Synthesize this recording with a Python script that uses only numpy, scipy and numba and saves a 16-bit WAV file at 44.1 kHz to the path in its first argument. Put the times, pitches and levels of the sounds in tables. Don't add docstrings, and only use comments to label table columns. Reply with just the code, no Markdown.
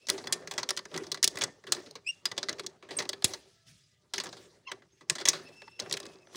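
import sys
import numpy as np
from scipy import signal
from scipy.io import wavfile
from numba import njit

SR = 44100
rng = np.random.default_rng(int(sys.argv[2]) if len(sys.argv) > 2 else 0)


def pcm_store(signal):
    levels = np.round(np.clip(np.atleast_2d(signal), -1, 1) * 32767)
    wavfile.write(sys.argv[1], SR, levels.astype(np.int16).T)


N = 280476


def amp(db):
    return 10 ** (np.asarray(db) / 20)


def rms_one(x):
    return x / np.sqrt(np.mean(x ** 2) + 1e-20)


def in_time(rows):
    s, *columns = np.transpose(rows)
    return [np.interp(np.arange(N) / SR, s, column) for column in columns]


def at_hz(points, hz):
    f_hz, level_db = np.array(points)[:, 0], np.array(points)[:, 1]
    return np.interp(np.log(hz), np.log(f_hz), level_db)


def drift(rate_hz):
    r = np.exp(-80 * np.pi * rate_hz / SR)
    noise = rng.standard_normal(N // 40 + 1002)
    slow = signal.lfilter([1], [1, -2 * r, r * r], noise)[1000:]
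    return np.interp(np.arange(N) / 40, np.arange(len(slow)), rms_one(slow))


def bands():
    edges_hz = 25 * 2 ** (np.arange(0, 25) * .4)
    bank = []
    for low, high in zip(edges_hz, edges_hz[1:]):
        sos = signal.butter(2, [low, high], "band", fs=SR, output="sos")
        bank.append((np.sqrt(low * high), sos))
    return bank


def grit(spread_db):
    size_db = spread_db * np.minimum(rng.exponential(1, N), 5)
    return rms_one(rng.standard_normal((2, N)) * amp(size_db))


def coloured(pair, spectrum, patchiness):
    out = 0
    flickers = [np.maximum(0.5 + patchiness / 11.0 * drift(15), 0) for _ in range(7)]
    for k, (hz, sos) in enumerate(bands()):
        if spectrum[0][0] / 1.5 < hz < spectrum[-1][0] * 1.2:
            band = signal.sosfilt(sos, pair[k % 2])
            out = out + amp(at_hz(spectrum, hz)) * flickers[k % 7] * band
    return rms_one(out)


def tone(rows, overtones, wobble, flutter_db, flutter_hz=90, rough=0.):
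    out = np.zeros(N)
    span = slice(max(round(rows[0][0] * SR), 0), round(rows[-1][0] * SR))
    hz, db, *own_rough = (column[span] for column in in_time(rows))
    share = np.clip(own_rough[0] if own_rough else rough, 0, 1)
    phase = 2 * np.pi * np.cumsum(hz * (1 + wobble * drift(150)[span])) / SR
    flutter = flutter_db * (drift(25) + drift(flutter_hz))[span]
    for k, overtone_db in overtones:
        broken = 1 - (1 - share) ** k
        uneven = (drift(130) + 1j * drift(130))[span] / np.sqrt(2)
        envelope = np.sqrt(1 - broken) + np.sqrt(broken) * uneven
        wave = np.imag(envelope * np.exp(1j * k * phase))
        out[span] += np.sqrt(2) * amp(db + overtone_db + flutter) * wave
    out[span] *= signal.windows.tukey(len(hz), min(200 / len(hz), 1))
    return out


# [f/Hz, density/dB per Hz]
HUSH_SPECTRUM = [(25, -20.5), (60, 0), (130, 6.5), (300, -16), (800, -33.5), (1500, -38.5), (6000, -24),
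                 (9000, -24.5), (17000, -34)]
HUSH_RMS_DB = -75


def hush():
    return amp(HUSH_RMS_DB) * coloured(rng.standard_normal((2, N)), HUSH_SPECTRUM, patchiness=-1.0)


# [t/s, f/Hz, level/dB]
WHINE_CURVE = [(3.45, 673, -83.5), (3.73, 657, -82.5), (3.82, 621, -90.5), (4.1, 597, -90)]
# [multiple, level/dB]
WHINE_PARTIALS = [(1, 0.), (2, 0.)]


def whine():
    return tone(WHINE_CURVE, WHINE_PARTIALS, wobble=.012, flutter_db=2.5)


# [t/s, length/s, level/dB]
GRIP_SHIFTS = [(3.5, 0.077, -74), (3.649, 0.13, -64), (3.821, 0.0746, -78.5)]
# [low f/Hz, high f/Hz]
GRIP_BAND_HZ = (91.6, 180.2)


def grip():
    t = np.arange(N) / SR
    swells = np.zeros(N)
    for s, length_s, db in GRIP_SHIFTS:
        swells += amp(db) * np.sin(np.pi * np.clip((t - s) / length_s, 0, 1)) ** .5
    sos = signal.butter(2, GRIP_BAND_HZ, "band", fs=SR, output="sos")
    return swells * rms_one(signal.sosfilt(sos, rng.standard_normal(N)))


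# [t/s, f/Hz, level/dB]
PEEP_CURVES = [
    [(4.918, 6370, -76.5), (4.98, 6500, -76), (5.005, 6300, -73.5)],
    [(6.262, 5850, -72), (6.28, 6030, -76), (6.32, 6100, -71), (6.345, 6100, -70)],
]


def peeps():
    return sum(tone(rows, [(1, 0.)], wobble=.006, flutter_db=2.5, rough=.2) for rows in PEEP_CURVES)


# [t/s, f/Hz, peak level/dB, length/s]
PIP_NOTES = [(2.966, 8550, -25, .016), (5.674, 900, -47, .018)]


def pips():
    out = np.zeros(N)
    for s, hz, db, length_s in PIP_NOTES:
        t = np.arange(round(length_s * SR)) / SR
        i = round(s * SR)
        out[i:i + len(t)] += amp(db) * np.sin(np.pi * t / length_s) * np.sin(2 * np.pi * hz * t)
    return out


# [t/s, f/Hz, level/dB]
SQUEAL_CURVES = [
    [(0, 2600, -69.5), (.07, 2650, -67)],
    [(5.44, 2660, -80), (5.465, 2640, -50), (5.5, 2590, -74), (5.53, 2630, -63), (5.7, 2674, -61),
     (5.9, 2690, -63), (6.1, 2550, -69), (6.2, 2620, -77), (6.235, 2600, -65), (6.25, 2570, -80)],
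]
# [multiple, level/dB]
SQUEAL_PARTIALS = [(1, 0.), (2, -5)]


def squeals():
    return sum(tone(rows, SQUEAL_PARTIALS, wobble=.011, flutter_db=2.5, rough=.15)
               for rows in SQUEAL_CURVES)


# [t/s, f/Hz, level/dB, roughness 0-1]
CHIRP_CURVE = [(2.045, 2390, -63, .1), (2.061, 2400, -63, .1), (2.067, 2510, -37, .15),
               (2.075, 2590, -33, .2), (2.086, 2770, -36, .3), (2.097, 2830, -33, .03),
               (2.108, 2790, -34, .02), (2.118, 2750, -60, .1)]
# [multiple, level/dB]
CHIRP_PARTIALS = [(1, 0.), (2, -8), (3, -14), (4, -27)]


def chirp():
    return tone(CHIRP_CURVE, CHIRP_PARTIALS, wobble=.006, flutter_db=.7)


# [t/s, f/Hz, level/dB]
WHISTLE_CURVE = [(4.652, 2740, -69), (4.667, 2850, -61), (4.677, 2675, -35), (4.683, 2700, -53)]
# [t/s, f/Hz, level/dB, roughness 0-1]
CREAK_CURVE = [(4.664, 1000, -66, .05), (4.675, 1040, -50, .08), (4.683, 1100, -44, .1),
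               (4.692, 1030, -47, .2), (4.702, 1000, -51, .35), (4.714, 990, -57, .6)]
# [multiple, level/dB]
CREAK_PARTIALS = [(1, 0.), (2, -5), (3, -6), (4, -9), (5, -10), (6, -12)]


def whistle_and_creak():
    whistle = tone(WHISTLE_CURVE, [(1, 0.)], wobble=.005, flutter_db=1.5)
    creak = tone(CREAK_CURVE, CREAK_PARTIALS, wobble=.015, flutter_db=1.0, flutter_hz=250)
    return whistle + creak


# [t/s, level/dB, f/Hz, t60/s]
STOP_SLAM = (3.2447, -23.5, 100, .04)


def slam():
    s, db, hz, t60_s = STOP_SLAM
    t = np.maximum(np.arange(N) / SR - s, 0)
    turns = hz * t + 0.85 * (1 - np.exp(-t / .001))
    return amp(db - 60 * t / t60_s) * np.sin(2 * np.pi * turns)


# [peak t/s, swell/s, coast/s, grind level/dB, scrape level/dB]
LEVER_PUSHES = [(.02, 0.32, 0.43, -71.5, -67), (0.108, 0.036, 0.44, -43.5, -49.5),
                (.344, 0.34, 0.35, -44, -65), (.55, 0.35, 0.4, -48.5, -58),
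                (.718, 0.077, 0.4, -51.5, -59.5), (0.967, 0.15, 0.34, -43.5, -53.5),
                (1.148, 0.084, 0.15, -57.5, -61), (1.254, .07, 1, -59, -60.5),
                (1.436, 0.34, 0.17, -42, -57.5), (1.753, 0.12, 0.28, -43.5, -52),
                (2.12, 0.23, 0.33, -96, -62.5), (2.276, 0.084, 1, -56.5, -71.5),
                (2.514, 0.6, 0.65, -52.5, -62.5), (2.998, 0.2, 0.16, -44.5, -52.5),
                (3.13, 0.37, 0.62, -57.5, -65), (3.273, 0.074, 0.24, -48, -44.5),
                (3.501, 0.34, 0.51, -137, -64), (3.672, 0.028, 0.52, -92, -58),
                (4.041, 0.078, 0.16, -70, -96), (4.177, 0.084, 1, -56, -59.5),
                (4.43, 0.54, 0.25, -58.5, -59), (4.72, 0.06, 0.25, -55.5, -67.5),
                (4.985, 0.44, 0.25, -92.5, -70), (5.12, 0.045, 0.058, -41.5, -50),
                (5.289, 0.088, 0.69, -50, -52.5), (5.7, 0.24, 0.18, -72, -64.5),
                (5.822, 0.031, 0.88, -46, -57.5), (5.931, 0.1, 0.21, -46.5, -54.5),
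                (6.14, 0.16, 0.036, -73, -59), (6.355, 0.18, .3, -57, -59.5)]
SWING_DB = 30
REST_DB = -103.5


def motion():
    step = 64
    t = np.arange(0, N + step, step) / SR
    s, swell_s, coast_s, *levels_db = np.transpose(LEVER_PUSHES)[:, :, None]
    before = (s - t) / np.maximum(swell_s, .01)
    after = (t - s) / np.maximum(coast_s, .01)
    fall_db = SWING_DB * np.maximum(before, after)
    curves = []
    for db in levels_db:
        power = (amp(db - fall_db) ** 2).sum(axis=0) + amp(REST_DB) ** 2
        curves.append(np.interp(np.arange(N) / SR, t, 10 * np.log10(power)))
    return curves


# [f/Hz, density/dB per Hz]
SCRAPE_SPECTRUM = [(40, -8), (130, 7), (350, -27.5), (900, -25.5), (1800, -3), (3000, -1), (6300, 3.5),
                   (8000, -6.5), (11000, -4.5), (17000, -32)]
SCRAPE_TREBLE_HZ, SCRAPE_BRIGHT_DB = 7000, -55
SCRAPE_DULLING_DB_PER_DB = .45


def scrape(scrape_db):
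    grains = coloured(grit(1.5) * amp(1.2 * drift(60)), SCRAPE_SPECTRUM, patchiness=1.8)
    body = signal.sosfilt(signal.butter(1, SCRAPE_TREBLE_HZ, fs=SR, output="sos"), grains)
    treble_db = SCRAPE_DULLING_DB_PER_DB * (scrape_db - SCRAPE_BRIGHT_DB)
    return amp(scrape_db) * (body + amp(treble_db) * (grains - body))


# [f/Hz, width/Hz, level/dB]
CASE_MODES = [(158.3, 5, -0.5), (386, 44, 10.5), (592.5, 51, -3.5), (858, 27, -8.5), (1147, 9.6, -8),
              (1510, 38, -10), (1807, 6, -2.5)]


def crankcase(x):
    out = 0
    for k, (hz, width_hz, db) in enumerate(CASE_MODES):
        r = np.exp(-np.pi * width_hz / SR)
        poles = [1, -2 * r * np.cos(2 * np.pi * hz / SR), r * r]
        ring = signal.lfilter([1, 0, -1], poles, x)
        out = out + (-1) ** k * amp(db) * (1 - r * r) / 2 * ring
    return out


# [f/Hz, density/dB per Hz]
GRIND_SPECTRUM = [(40, -25), (120, -6.5), (383, -3), (480, -5), (900, -8), (2000, -15.5), (3900, -36)]


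def gears(grind_db):
    rough = coloured(grit(0.85) * amp(2.3 * drift(21)), GRIND_SPECTRUM, patchiness=2.5)
    return amp(grind_db) * rms_one(rough + amp(2.5) * crankcase(rough))


# [t/s, level/dB, clank re level/dB, rattle t60/s before band stretch]
STEEL_KNOCKS = [(0.069, -24.5, -6, 0.033), (0.086, -13.5, -1, 0.027), (0.092, -24.5, 14, 0.06),
                (0.099, 3, -16, 0.013), (.179, -32, 4, 0.084), (0.2405, -29.5, 3, 0.03),
                (0.271, -15, 2.5, 0.023), (0.3245, -4, -9.5, 0.038), (0.4736, -20, 2.5, 0.027),
                (0.5112, -17.5, 3, 0.049), (0.5377, -19, 0, 0.012), (0.5788, -17.5, 9.5, 0.075),
                (0.6298, -19, 6, 0.028), (0.6891, -10, -3, 0.039), (.705, -7, -2, 0.017),
                (0.7656, -11.5, -20, 0.0075), (0.773, -14, 2, 0.026), (0.7904, -21.5, 6, 0.017),
                (0.853, -26.5, 10, 0.023), (0.9146, -37, 15, 0.019), (0.9412, -24, 10.5, 0.049),
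                (0.962, -15, -2, 0.012), (0.9754, -16.5, 3.5, 0.023), (1.0345, -34, 6, 0.057),
                (1.0664, -30.5, -1, .039), (1.1169, -12, -4, 0.029), (1.144, -19.5, 6.5, 0.032),
                (1.173, -33, 7, 0.038), (1.2282, -5.5, -12, 0.018), (1.2349, -3, 2, 0.011),
                (1.2415, -1, -8, 0.029), (1.276, 0, -18, 0.016), (1.3557, -21.5, -2, 0.024),
                (1.3713, -15.5, 4, 0.022), (1.386, -18, 1, 0.033), (1.41, -22.5, 4, 0.067),
                (1.4175, -16, 0, 0.039), (1.427, -20, -13, 0.014), (1.437, -7.5, -6.5, 0.025),
                (1.6386, -40, 15, 0.036), (1.668, -32, 8.5, 0.079), (1.721, -4, -5.5, 0.038),
                (1.7474, -17.5, -4, 0.011), (1.7665, -27, 8, 0.019), (1.8606, -41, 3, 0.095),
                (1.91, -18, -32, 0.0065), (1.954, -32, 10, 0.057), (2.2542, -9.5, -5.5, 0.038),
                (2.3142, -25, 5, 0.041), (2.316, -22.5, -1.5, 0.015), (2.366, -40, -2, 0.2),
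                (2.378, -18, 5, 0.038), (2.4291, -20, 8.5, 0.033), (2.486, -22.5, 9, 0.062),
                (2.4929, -13, -14, 0.017), (2.528, -21, 9, 0.015), (2.584, -38, 8, 0.054),
                (2.595, -20, 9, 0.026), (2.635, -35, -10, 0.048), (2.6636, -12, -13, 0.02),
                (2.8247, -46.5, 13.5, 0.18), (2.888, -41.5, 12, 0.34), (2.907, -33.5, 7, 0.13),
                (2.987, -14, -0.5, 0.06), (2.9985, -32.5, 14.5, 0.086), (3.021, -26, 1, 0.048),
                (3.052, -29, 9, 0.022), (3.091, -11, -11, 0.025), (3.13, -21, 7, 0.031),
                (3.2224, -22, 3, 0.014), (3.243, -1, -9.5, 0.034), (3.3353, -19.5, 6, 0.038),
                (4.1361, -16.5, 7.5, 0.051), (4.1572, -29.5, -11, 0.081), (4.18, -16.5, 8, 0.03),
                (4.2, -20.5, 4, 0.055), (4.236, -22, -1, 0.062), (4.2577, -37, 15.5, 0.086),
                (4.267, -33, 9, 0.027), (4.2898, -28, -9, 0.024), (4.3276, -33, 4, 0.052),
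                (4.3677, -36.5, 2, 0.068), (4.7158, -19, 6, 0.028), (4.82, -49, 13.5, 0.045),
                (4.921, -64, 5, 0.068), (5.009, -42, 7, 0.068), (5.0979, -4, -3.5, 0.025),
                (5.1528, -21, 0.5, 0.05), (5.1831, -29, 4.5, 0.084), (5.2003, -30, 2, 0.077),
                (5.2107, -29, 7, 0.055), (5.2538, -8, -1, 0.042), (5.2746, -16, 1, 0.11),
                (5.2855, -1, -14, 0.035), (5.331, -28.5, 9, 0.17), (5.6188, -29.5, 15.5, 0.015),
                (5.678, -38, 18.5, 0.013), (5.7925, -25.5, 11.5, 0.043), (5.7987, -13.5, -13, 0.022),
                (5.82, -30, 3, 0.034), (5.86, -40, 18, 0.034), (5.8955, -26.5, -2, 0.027),
                (5.911, -18.5, 8, 0.014), (5.925, -10, -21, 0.025), (5.9377, -16.5, 5.5, 0.025),
                (5.9688, -16.5, 1, 0.026), (6.0012, -16.5, 0.5, 0.011), (6.029, -31, -8, 0.026),
                (6.054, -26, 9, 0.017), (6.064, -22.5, -3, 0.017), (6.096, -53, -4, 0.016),
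                (6.135, -50, -5, 0.02), (6.27, -38, 11, 0.0063), (6.347, -36, 8.5, 0.083),
                (6.3565, -19.5, -43, 0.041)]
LOOSE_COUNT, LOOSE_FROM_DB = 340, -60
LOOSE_RE_GRIND_DB, LOOSE_SCATTER_DB, LOOSE_CLANK_DB, LOOSE_T60_S = 6.5, 6, 4, 0.013


def with_loose_ticks(grind_db):
    when, size = rng.random(LOOSE_COUNT), rng.standard_normal(LOOSE_COUNT)
    shake_db = grind_db[(when * N).astype(int)]
    db = shake_db + LOOSE_RE_GRIND_DB + LOOSE_SCATTER_DB * np.minimum(size, 1.4)
    db = db - 60 * (shake_db < LOOSE_FROM_DB)
    ticks = [(s, d, LOOSE_CLANK_DB, LOOSE_T60_S) for s, d in zip(when * N / SR, db)]
    return np.transpose(STEEL_KNOCKS + ticks)


@njit
def dying(at, heights, fast, slow, tail, lag, size):
    out = np.zeros(size)
    for k in range(len(at)):
        a, b, gap, i = heights[k], heights[k] * tail, 1., at[k]
        while i < size and b > 3e-6:
            gap = max(gap * lag, 1e-9)
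            out[i] += (a + b) * (1 - gap)
            a, b, i = max(a * fast[k], 1e-9), b * slow[k], i + 1
    return out


KNOCK_COLOUR_HZ = [450, 1600, 4500, 10000]
USUAL_KNOCK_DB, SOFT_KNOCK_DB = -24, -43
THUD_DB, THUD_DB_PER_DB = -19, -0.85
SIZZLE_DB, SIZZLE_DB_PER_DB = -6, 0.36


def strikes(blows, hz, scatter_db, stretch, tail_db):
    s, db, clank_db, t60_s = blows
    over_db = np.maximum(db, SOFT_KNOCK_DB) - USUAL_KNOCK_DB
    thud_db = THUD_DB + THUD_DB_PER_DB * over_db
    sizzle_db = SIZZLE_DB + SIZZLE_DB_PER_DB * over_db
    share = [np.interp(np.log(hz), np.log(KNOCK_COLOUR_HZ), row) for row in np.eye(4)]
    colour_db = share[0] * thud_db + share[1] * clank_db + share[3] * sizzle_db
    chance_db = np.clip(rng.normal(0, scatter_db, len(s)), -12, 5)
    heights = amp(db + colour_db + chance_db)
    slow = amp(-60 / (SR * stretch * np.clip(t60_s, .008, .2)))
    lag = np.exp(-1 / (.0007 * SR))
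    return dying((s * SR).astype(np.int64), heights, slow ** 17.4, slow, amp(tail_db), lag, N)


# [f/Hz, level/dB per band]
KNOCK_SPECTRUM = [(100, -21.5), (200, -14.5), (400, -8.5), (800, -12.5), (1600, -19), (3000, -16.5),
                  (5000, -2.5), (7000, -10.5), (9000, -8), (16000, -27)]
# [f/Hz, level/dB, t60/s]
LEVER_MODES = [(1720, -9, .04), (1990, -8, .045), (2790, -13, .03), (3420, -5, .05), (3870, -10, .04),
               (4300, -6, .03), (4930, -3, .04), (5310, -6, .03), (5750, -8, .03), (6460, -9, .04),
               (8550, -12, .04)]
RING_DB, RING_SCATTER_DB = -30, 6
SLIDE_RING_DB = -5


def knocks(blows, scrape_db):
    contacts, out = grit(3.97), 0
    for k, (hz, sos) in enumerate(bands()[5:]):
        unit = np.sqrt(SR / hz) * amp(at_hz(KNOCK_SPECTRUM, hz))
        envelope = strikes(blows, hz, 4.9, 1.175 * (4500 / hz) ** 0.33, tail_db=-7.5)
        out = out + unit * signal.sosfilt(sos, contacts[k % 2] * envelope + 1e-12)
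    for hz, level_db, t60_s in LEVER_MODES:
        r = amp(-60 / (np.clip(t60_s, .01, .07) * SR))
        w = 2 * np.pi * hz / SR
        slide = amp(scrape_db + SLIDE_RING_DB + 5 * drift(8))
        blow = strikes(blows, hz, RING_SCATTER_DB, .4, tail_db=-3.0)
        drive = contacts[0] * blow + contacts[1] * slide
        ring = signal.lfilter([0, np.sin(w)], [1, -2 * r * np.cos(w), r * r], drive)
        out = out + amp(level_db + RING_DB) * ring
    return out


# [delay t/s, level/dB]
REFLECTIONS = [(0.014, -25), (0.028, -31.5), (0.06, -34.5), (0.096, -42.5)]


def echoes(x):
    tail = np.zeros(round(.16 * SR))
    for s, db in REFLECTIONS:
        i = round(s * SR)
        tail[i:i + 1200] += amp(db) * rng.standard_normal(1200) / np.sqrt(1200)
    return signal.fftconvolve(signal.lfilter([.6], [1, -.4], x), tail)[:N]


def scene():
    grind_db, scrape_db = motion()
    hits = knocks(with_loose_ticks(grind_db), scrape_db)
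    echoing = hits + amp(4.5) * crankcase(hits)
    echoing = echoing + pips() + chirp() + whistle_and_creak() + squeals() + peeps()
    far = hush() + whine()
    moving = gears(grind_db) + scrape(scrape_db)
    return (echoing + echoes(echoing) + slam() + grip() + moving + far)[None]


def bell(x, hz, width_hz, db):
    w, a = 2 * np.pi * hz / SR, amp(db / 2)
    alpha = np.sin(w) * width_hz / hz / 2
    zeros = [1 + alpha * a, -2 * np.cos(w), 1 - alpha * a]
    poles = [1 + alpha / a, -2 * np.cos(w), 1 - alpha / a]
    return signal.lfilter(zeros, poles, x)


# [f/Hz, width/Hz, level/dB]
DIP = (12750, 5500, -13)
# [f/Hz, width/Hz, level/dB]
PORT_PEAK = (15300, 2300, 11)
KNEE_HZ, CUTOFF_HZ = 16650, 17300


def record(dry):
    heard = signal.sosfilt(signal.butter(3, 50, "high", fs=SR, output="sos"), dry)
    heard = bell(bell(heard, *DIP), *PORT_PEAK)
    soft = signal.sosfilt(signal.cheby2(10, 28, KNEE_HZ, fs=SR, output="sos"), heard)
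    return signal.sosfilt(signal.cheby2(12, 70, CUTOFF_HZ, fs=SR, output="sos"), soft)


dry = scene()
out = record(dry)
pcm_store(out)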